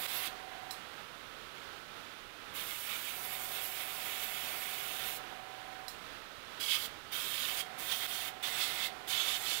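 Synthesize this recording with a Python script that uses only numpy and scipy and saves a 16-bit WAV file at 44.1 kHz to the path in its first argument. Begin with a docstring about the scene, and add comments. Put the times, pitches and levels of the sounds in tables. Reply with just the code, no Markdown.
"""An airbrush sprays a model in a plastic booth in seven bursts: shaped noise for nozzle hiss, splash,
low roar and whistle. Behind it an extractor fan rushes and hums; a small piston compressor, a sum of
shaft orders with clatter, runs until its pressure switch trips with a ringing click of the valve.
One microphone feeds the right channel; the left input is empty and only hisses."""
import sys
import numpy as np
from scipy import signal
from scipy.fft import rfft, irfft
from scipy.io import wavfile
from scipy.ndimage import uniform_filter1d

SR = 44100
rng = np.random.default_rng(int(sys.argv[2]) if len(sys.argv) > 2 else 0)


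def wrap_up_sound(samples):
    """Save the sound to the file named by the first command line argument, as 16-bit audio."""
    columns = np.atleast_2d(samples).T
    # keep every value between -1 and 1, then stretch to whole-number steps
    tamed = np.clip(columns, -1, 1)
    steps = np.round(tamed * 32767).astype(np.int16)
    wavfile.write(sys.argv[1], SR, steps)


N = 423360
T = np.arange(N) / SR  # s
HOP = 128  # samples between short-time frames, each four hops long
HZ = np.fft.rfftfreq(4 * HOP, 1 / SR)[:, None]
FRAME_S = np.arange(N // HOP + 5) * HOP / SR

# All source levels stand ahead of the doubling in scene(); spectra in dB per Hz give the shape only.
# Airbrush, trigger down to trigger up. Each row: start in s, stop in s, valve opening time in s,
# nozzle hiss in dB, treble tilt in dB per octave, low roar in dB re hiss, whistle in dB re hiss.
BURSTS = [(0, 0.275, .017, -44.5, 3.5, -6, -12), (2.533, 5.17, 0.025, -46.5, -1, -7.5, -13),
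          (6.594, 6.861, 0.013, -45, -3, -8, -16), (7.114, 7.612, 0.015, -44.5, -1.5, -6, -14),
          (7.774, 8.285, 0.02, -47, -1.7, -3.5, -13), (8.424, 8.87, 0.0068, -47, -1, -2.5, -19),
          (9.071, 9.596, 0.011, -46.5, -0.5, -4, -14)]
# Compressor runs. Each row: start in s, stop in s, tone level in dB,
# extra level in dB on the shaft orders below the 28th.
RUNS = [(0, 0.7, -60, 3.5), (3.12, 5.88, -60, 2), (7.471, 11, -59.5, 3)]


def gain_of(db):
    """Amplitude factor for a level in dB."""
    return 10 ** (np.asarray(db) / 20)


def evened(x):
    """The signal scaled to rms 1."""
    return x / np.sqrt(np.mean(x ** 2) + 1e-20)


def read(points, hz):
    """Value of a curve over frequency, straight between its points on a log axis."""
    f, value = np.transpose(points)
    return np.interp(np.log(hz + 1), np.log(f + 1), value)


def lift_db(peaks, hz):
    """Sum of resonance-shaped lifts in dB, each with its full width at half the lift."""
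    return sum(db / (1 + (2 * (hz - f) / width) ** 2) for f, width, db in peaks)


def coloured(db_of_hz):
    """Steady noise of rms 1 with a finely resolved spectrum."""
    spectrum = rfft(rng.standard_normal(N))
    gain = gain_of(db_of_hz(np.fft.rfftfreq(N, 1 / SR)))
    return evened(irfft(spectrum * gain, N))


def wander(seconds):
    """Slow chance drift of rms 1: white noise averaged twice over the given time."""
    size = int(seconds * SR)
    once = uniform_filter1d(rng.standard_normal(N), size)
    return evened(uniform_filter1d(once, size))


def gate(start, stop, rise, fall):
    """1 from start to stop, with a straight rise and an exponential fall; a start at 0 is already open."""
    opening = np.clip((T - start) / rise + (start < .01), 0, 1)
    return opening * np.exp(-np.maximum(T - stop, 0) / fall)


def fan():
    """Broad rush of the extractor through its duct, swelling slightly, with a low hum."""
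    # Rush at the microphone. Each row: frequency in Hz, level in dB per Hz.
    rush_curve = [(15, -23), (40, -8.5), (95, -5), (200, -5), (420, -2.5), (650, -2.5), (820, -5),
                  (950, -3), (1320, -0.5), (2200, -4.5), (3500, -4.5), (5300, -15), (7500, -21),
                  (15800, -23.5)]
    # Duct resonances. Each row: frequency in Hz, width in Hz, lift in dB.
    duct_tones = [(822, 6, 11), (1320, 60, 4), (1490, 40, 3), (1610, 40, 2)]
    # Low hum: frequency in Hz, level in dB.
    hum_setting = (30, -72)
    rush_db = -51
    hum_hz, hum_db = hum_setting
    hum = np.sqrt(2) * gain_of(hum_db) * np.sin(2 * np.pi * hum_hz * T)
    hum = hum * (1 + 0.34 * wander(.1))
    rush = coloured(lambda hz: read(rush_curve, hz) + lift_db(duct_tones, hz))
    return gain_of(rush_db + 0.87 * wander(0.11)) * rush + hum


def shaft_turns():
    """The shaft runs up, then slows a little as the tank pressure climbs."""
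    # Top speed of each run, in turns per s.
    top_speeds = [27.01, 27.08, 27.06]
    run_up_s, run_up_lag = .14, .68  # s; turns per s short at the start
    sag_spraying, sag_shut = .015, .2  # turns per s per s, fastest with the trigger shut
    spraying = sum((T >= row[0]) & (T < row[1]) for row in BURSTS)
    sagged = np.cumsum(np.where(spraying, sag_spraying, sag_shut)) / SR
    speed = np.zeros(N)
    for (start, *_), top in zip(RUNS, top_speeds):
        lag = run_up_lag * np.clip(1 - (T - start) / run_up_s, 0, 1) * (start > 0)
        sag = sagged - sagged[round(start * SR)]
        speed = np.where(T >= start, top - lag - sag, speed)
    return np.cumsum(speed * (1 + 0.00097 * wander(0.057))) / SR


def compressor():
    """One piston blow a turn rings the casing; winding hum, and valve clatter that puffs once a turn."""
    # Shaft orders heard, in multiples of the turning rate.
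    orders = [13, 15, 17, 24, 25, 26, 27, 28, 29, 36, 37, 38]
    # What the casing passes of each of these orders, in dB re the tone level of the run,
    # before the run and strain settings.
    order_levels = [-22, -11.5, -33, -15.5, -17, -13, -5, 1, -11.5, -10.5, -15, -10.5]
    # Valve clatter. Each row: frequency in Hz, level in dB per Hz.
    clatter_curve = [(250, -17), (450, -2.5), (750, 7), (1100, -5), (2000, 3), (4000, -21.5)]
    # Winding hum: frequency in Hz, level in dB.
    winding_hum = (120, -76.5)
    strain_s, strain_held_s = 0.24, 0.26  # the tone grows, then holds until the switch trips
    strain_db, strain_lower_db = 4, -7  # under strain the orders below the 28th fall behind
    turns, waver_db = shaft_turns(), 0.61 * wander(0.15)
    lower, upper = np.zeros(N), np.zeros(N)
    for k, order_db in zip(orders, order_levels):
        phase_turns = .11 * (k - 28) ** 2  # nearly in step, so the tone throbs
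        order = gain_of(order_db) * np.sin(2 * np.pi * (k * turns + phase_turns))
        if k < 28:
            lower += order
        else:
            upper += order
    clatter = coloured(lambda hz: read(clatter_curve, hz)) * (1 + 0.22 * np.cos(2 * np.pi * turns))
    hum_hz, hum_db = winding_hum
    hum = np.sqrt(2) * gain_of(hum_db) * np.sin(2 * np.pi * hum_hz * T)
    steady = hum + gain_of(-57.5) * clatter
    out = np.zeros(N)
    for start, stop, db, lower_db in RUNS:
        strain = np.clip(1 - (stop - strain_held_s - T) / strain_s, 0, 1)
        blend = upper + gain_of(lower_db + strain_lower_db * strain) * lower
        tone = np.sqrt(2) * gain_of(db + strain_db * strain + waver_db) * blend
        out += tone * gate(start, stop, rise=0.03, fall=0.059)
        out += steady * gate(start, stop, rise=0.058, fall=0.053)
    return out


def valve():
    """The pressure switch snaps, bounces once, rings in decaying modes and lets out a short puff."""
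    # Clicks. Each row: time in s, level in dB.
    clicks = [(0.7084, -32.5), (5.881, -33.5)]
    # Ringing modes of the valve. Each row: frequency in Hz, level in dB re the click, 60 dB decay in s.
    modes = [(1860, -9, .02), (4040, 0, 0.025), (4270, -14.5, .1), (5100, -2, 0.011), (5560, -4.5, 0.014),
             (7340, -17.5, 0.071), (7670, -18, 0.16), (8320, -18, .08), (9890, -21, .14), (11010, -22, .12),
             (13040, -14, 0.09), (13320, -23, 0.081)]
    t, out = T[:SR // 4], np.zeros(N)
    for s, db in clicks:
        ring = sum(gain_of(mode_db - 60 * t / t60) * np.sin(2 * np.pi * hz * t)
                   for hz, mode_db, t60 in modes)
        ring = ring * np.minimum(t / 0.0012, 1)
        bounce = 0.31 * np.roll(ring, round(0.0041 * SR)) * (t > .0045)
        hiss = np.convolve(rng.standard_normal(len(t)), [1, 0, -1], "same")
        puff = 0.098 * hiss * gain_of(-60 * t / 0.21)
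        out[round(s * SR):][:len(t)] += gain_of(db) * (ring + bounce + puff)
    return out


def booth(x, wet_db):
    """A short tail of random taps follows the sound off the booth, treble dying first."""
    # Booth decay. Each row: frequency in Hz, 60 dB decay in s.
    decay_curve = [(1000, 0.23), (5000, 0.21), (15000, 0.16)]
    taps = rng.choice([-1., 1.], SR // 3) * (rng.random(SR // 3) < .1)
    hz, t, z = signal.stft(taps, SR, nperseg=128)
    decay_db = -60 * t / read(decay_curve, hz)[:, None]
    tail = signal.istft(z * gain_of(decay_db), SR, nperseg=128)[1]
    return x + gain_of(wet_db) * signal.oaconvolve(x, tail / np.linalg.norm(tail))[:N]


def unit(db):
    """Gains of a spectrum with power 1 in every frame."""
    gain = gain_of(db)
    return gain / np.sqrt(np.mean(gain ** 2, axis=0))


def noise(gain, patchy_db):
    """Random short-time spectra under the given gains, with drifting patches."""
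    a, b, patches = rng.standard_normal((len(FRAME_S), len(HZ), 3)).T
    patches = uniform_filter1d(patches, size=3, axis=0)  # across frequency
    patches = evened(uniform_filter1d(patches, size=20, axis=1))  # across time
    spectra = a + 1j * b
    white = signal.istft(spectra, nperseg=4 * HOP, noverlap=3 * HOP)[1]
    shaped_spectra = spectra * gain * gain_of(patchy_db * patches)
    shaped = signal.istft(shaped_spectra, nperseg=4 * HOP, noverlap=3 * HOP)[1]
    return shaped[:N] / white.std()


def humps(rows):
    """Bell-shaped lifts in dB, frame by frame."""
    return sum(db * np.exp(-((FRAME_S - s) / half) ** 2) for s, db, half in rows)


def burst_at(s):
    """Number of the burst that is under way, has just ended or starts within 50 ms."""
    return np.maximum(np.searchsorted([row[0] - .05 for row in BURSTS], s) - 1, 0)


def with_peaks(jet):
    """Peaks in the spectrum of each burst lift their bands, each coming and going by itself."""
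    # Narrow and broad peaks heard in each burst: model hollows, booth reflections, whistle.
    # One table a burst. Each row: frequency in Hz, width in Hz, mean lift in dB.
    peak_tables = [
        [(2500, 200, 1.5), (3400, 350, 2), (4270, 700, 1), (12600, 900, 1.5)],
        [(1440, 76, 2), (2300, 350, 4), (2620, 52, 6), (2925, 77, 6.5), (3270, 140, 5.5), (3620, 220, 6),
         (11380, 90, 7), (12200, 100, 1), (14300, 900, 2.5), (15600, 300, 5)],
        [(2240, 150, 6.5), (3070, 110, 6.5), (3320, 135, 11), (4830, 200, 4)],
        [(2300, 110, 5), (2640, 100, 4.5), (3040, 100, 6), (3240, 130, 8.5), (3640, 270, 6), (4220, 90, 0),
         (14200, 1000, 3)],
        [(2000, 150, 2.5), (3210, 140, 7.5), (3550, 220, 6), (14900, 810, 6)],
        [(2050, 150, 7.5), (3230, 90, 3), (3500, 280, 6), (4440, 230, 2.5), (5050, 100, 2), (7900, 200, 6),
         (15650, 150, 6)],
        [(2300, 110, 6), (2630, 64, 4), (3050, 72, 11.5), (3400, 120, 7), (3590, 130, 8), (4230, 92, 4),
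         (6490, 180, 7), (7460, 260, 7), (11400, 100, 7)],
    ]
    waver, waver_s = 0.21, 0.052  # rms share of the lift; averaging in s
    hz, t, z = signal.stft(jet, SR, nperseg=2048, noverlap=1536)
    which, db = burst_at(t), np.zeros(z.shape)
    frames = max(int(waver_s / t[1]), 1)
    for k, table in enumerate(peak_tables):
        chance = uniform_filter1d(rng.standard_normal((len(table), len(t))), frames, axis=1)
        depth = np.maximum(1 + waver * evened(chance), 0) * (which == k)
        db += np.transpose([lift_db([row], hz) for row in table]) @ depth
    return signal.istft(z * gain_of(db), SR, nperseg=2048, noverlap=1536)[1][:N]


def airbrush():
    """Turbulent hiss at the nozzle, the jet splashing on edges of the model, a low roar, a breathy whistle."""
    # Nozzle hiss. Each row: frequency in Hz, level in dB per Hz before the treble tilt.
    nozzle_curve = [(1500, -40), (2500, -9.5), (3700, -10), (4500, -8), (6200, -10), (8000, -7.5),
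                    (11000, -4.5), (13000, -4.5), (14500, -1.5), (15700, -4.5)]
    # Splash on the model. Each row: distance from the centre frequency in Hz, level in dB.
    splash_curve = [(-2500, -35), (-1300, -12), (-500, -1), (0, -1), (498, -0.5), (1300, -5.5),
                    (3500, -14.5), (8000, -15.5)]
    # Low roar. Each row: frequency in Hz, level in dB per Hz.
    roar_curve = [(300, -15.5), (700, -11), (1000, -6.5), (1300, -2), (1600, -5), (2200, -1.5), (3500, -33)]
    # How unevenly the jet sputters. Each row: frequency in Hz, spread in dB.
    patchy_curve = [(900, 1), (2000, 1.5), (4000, 1), (7000, 2), (14000, 1)]
    # The jet splashes on the model as the aim sweeps, one curve a burst.
    # Each row: time in s, splash level in dB, centre frequency in Hz.
    aim_curves = [
        [(0, -48, 3000), (.055, -43, 2920), (.1, -45.5, 2900), (.17, -44.5, 3370), (.215, -46, 2830),
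         (.283, -41.5, 2830)],
        [(2.54, -52, 2700), (2.61, -48, 2990), (2.65, -58, 2800), (2.7, -49.5, 2860), (2.82, -54.5, 2750),
         (2.94, -45.5, 2740), (3.02, -54, 2750), (3.1, -47.5, 2790), (3.19, -64, 2800), (3.33, -50, 2760),
         (3.45, -59, 2850), (3.56, -46.5, 2930), (3.7, -56.5, 2700), (3.81, -47, 2870), (3.86, -54, 2900),
         (3.9, -49, 2900), (3.96, -53.5, 2550), (4.05, -49, 2950), (4.1, -49.5, 2430), (4.2, -48.5, 2860),
         (4.31, -49.5, 2480), (4.46, -48, 2930), (4.51, -50.5, 2630), (4.7, -50, 2650), (4.9, -50.5, 2750),
         (5.08, -47.5, 2900), (5.17, -58, 2900)],
        [(6.6, -43, 3300), (6.665, -48, 3200), (6.72, -34, 3230), (6.755, -35.5, 3000), (6.78, -47.5, 3100),
         (6.863, -49.5, 3230)],
        [(7.12, -44.5, 3200), (7.27, -48.5, 3260), (7.43, -43, 3240), (7.49, -43, 2950), (7.55, -47, 3200),
         (7.615, -46, 3090)],
        [(7.79, -53.5, 2700), (7.876, -48.5, 3260), (7.926, -35.5, 3400), (7.97, -52, 3350),
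         (8.03, -43.5, 3080), (8.15, -50.5, 3250), (8.245, -47.5, 3080), (8.29, -44.5, 2710)],
        [(8.43, -43, 3000), (8.475, -41.5, 3220), (8.5, -47.5, 3200), (8.59, -40.5, 2860), (8.63, -38, 3360),
         (8.74, -45.5, 2900), (8.83, -41, 3180), (8.875, -40.5, 3300)],
        [(9.08, -47.5, 3450), (9.13, -39, 3380), (9.19, -40.5, 3280), (9.25, -41.5, 3200), (9.285, -39.5, 3280),
         (9.36, -40.5, 3250), (9.39, -55, 3070), (9.47, -42, 3280), (9.6, -44.5, 3370)],
    ]
    # The hiss swells and dulls for a moment. Each row: time in s, lift in dB, half length in s.
    swells = [(6.68, 1.5, 0.077), (7.43, 0, .05), (7.6, 2, .03), (7.97, 2.5, .04), (8.15, 3.5, 0.046),
              (8.63, 5.5, 0.037), (9.11, 5, 0.024), (9.29, 2.5, 0.044), (9.52, 6, 0.057)]
    # The nozzle whistle flares. Each row: time in s, lift in dB, half length in s.
    flares = [(.165, 12, 0.029), (3.25, 10, .02), (3.335, 9, .03), (3.44, 10, .022), (3.555, 10, .022),
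              (3.645, 16, 0.033), (3.81, 5, .025), (4.04, 7, .025), (4.24, 14, 0.028), (5.08, 13, .025),
              (7.43, 3, .03)]
    whistle_hz, whistle_width_hz = 12100, 860  # 6 dB down one width from the centre
    surge_db, surge_s = 1, .03  # hose pressure built up at rest drains after the trigger opens
    dulling = 1.05  # dB per octave of tilt lost for each dB of swell
    hiss_with_flare, roar_follows = .12, .4  # dB per dB of flare; dB per dB of the splash's swings

    which = burst_at(FRAME_S)
    start, _, _, hiss_db, tilt_db, roar_re_hiss_db, whistle_re_hiss_db = np.transpose(BURSTS)[:, which]
    s, *aim = np.concatenate(aim_curves).T
    splash_db, centre_hz = (np.interp(FRAME_S, s, column) for column in aim)
    usual_db = np.array([np.mean(rows, axis=0)[1] for rows in aim_curves])[which]
    drain_db = surge_db * np.exp(-np.maximum(FRAME_S - start, 0) / surge_s) * (start > 0)
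    swell_db, flare_db = humps(swells), humps(flares)

    roar_db = hiss_db + roar_re_hiss_db + roar_follows * (splash_db - usual_db)
    whistle_db = hiss_db + whistle_re_hiss_db + flare_db
    hiss_db = hiss_db + drain_db + swell_db + hiss_with_flare * flare_db

    octaves = np.log2(np.maximum(HZ, 4000) / 10000)
    nozzle = unit(read(nozzle_curve, HZ) + (tilt_db - dulling * swell_db) * octaves)
    splash = unit(np.interp(HZ - centre_hz, *np.transpose(splash_curve)))
    roar = unit(read(roar_curve, HZ))
    whistle = unit(-20 * np.log10(1 + ((HZ - whistle_hz) / whistle_width_hz) ** 2))
    layers = [(hiss_db, nozzle), (splash_db, splash), (roar_db, roar), (whistle_db, whistle)]
    power = sum((gain_of(db) * spectrum) ** 2 for db, spectrum in layers)

    # the jet flaps as it crosses edges
    gusts = evened(uniform_filter1d(rng.standard_normal(len(FRAME_S)), size=4))
    jet = noise(np.sqrt(power) * gain_of(0.43 * gusts), read(patchy_curve, HZ))
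    trigger = sum(gate(*row[:3], fall=0.011) for row in BURSTS)
    return with_peaks(jet * trigger)


def scene():
    """The microphone's signal on the right, nothing on the left."""
    background = fan() + compressor() + booth(valve(), wet_db=-4.5)
    sound = background + booth(airbrush(), wet_db=-10.0)
    return np.array([0 * sound, 2 * sound])


def record(dry):
    """The level dips briefly twice; both inputs add their own faint hiss; then the band limit."""
    # The level drops at once and climbs back. Each row: time in s, depth in dB, recovery time constant in s.
    dips = [(.0668, 16, .009), (8.0668, 14, .009)]
    # Hiss of an input. Each row: frequency in Hz, level in dB per Hz.
    input_curve = [(20, 5), (400, -1), (15000, -1)]
    input_db, edge_hz = -75.5, 15770
    dip_db = sum(db * (T > s) * np.exp(-np.maximum(T - s, 0) / back) for s, db, back in dips)
    hiss = [gain_of(input_db) * coloured(lambda hz: read(input_curve, hz)) for side in dry]
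    heard = dry / gain_of(dip_db) + hiss
    low_pass = signal.firwin(1023, edge_hz, window=("kaiser", 9), fs=SR)
    return signal.oaconvolve(heard, low_pass[None], "same")


dry = scene()
out = record(dry)
wrap_up_sound(out)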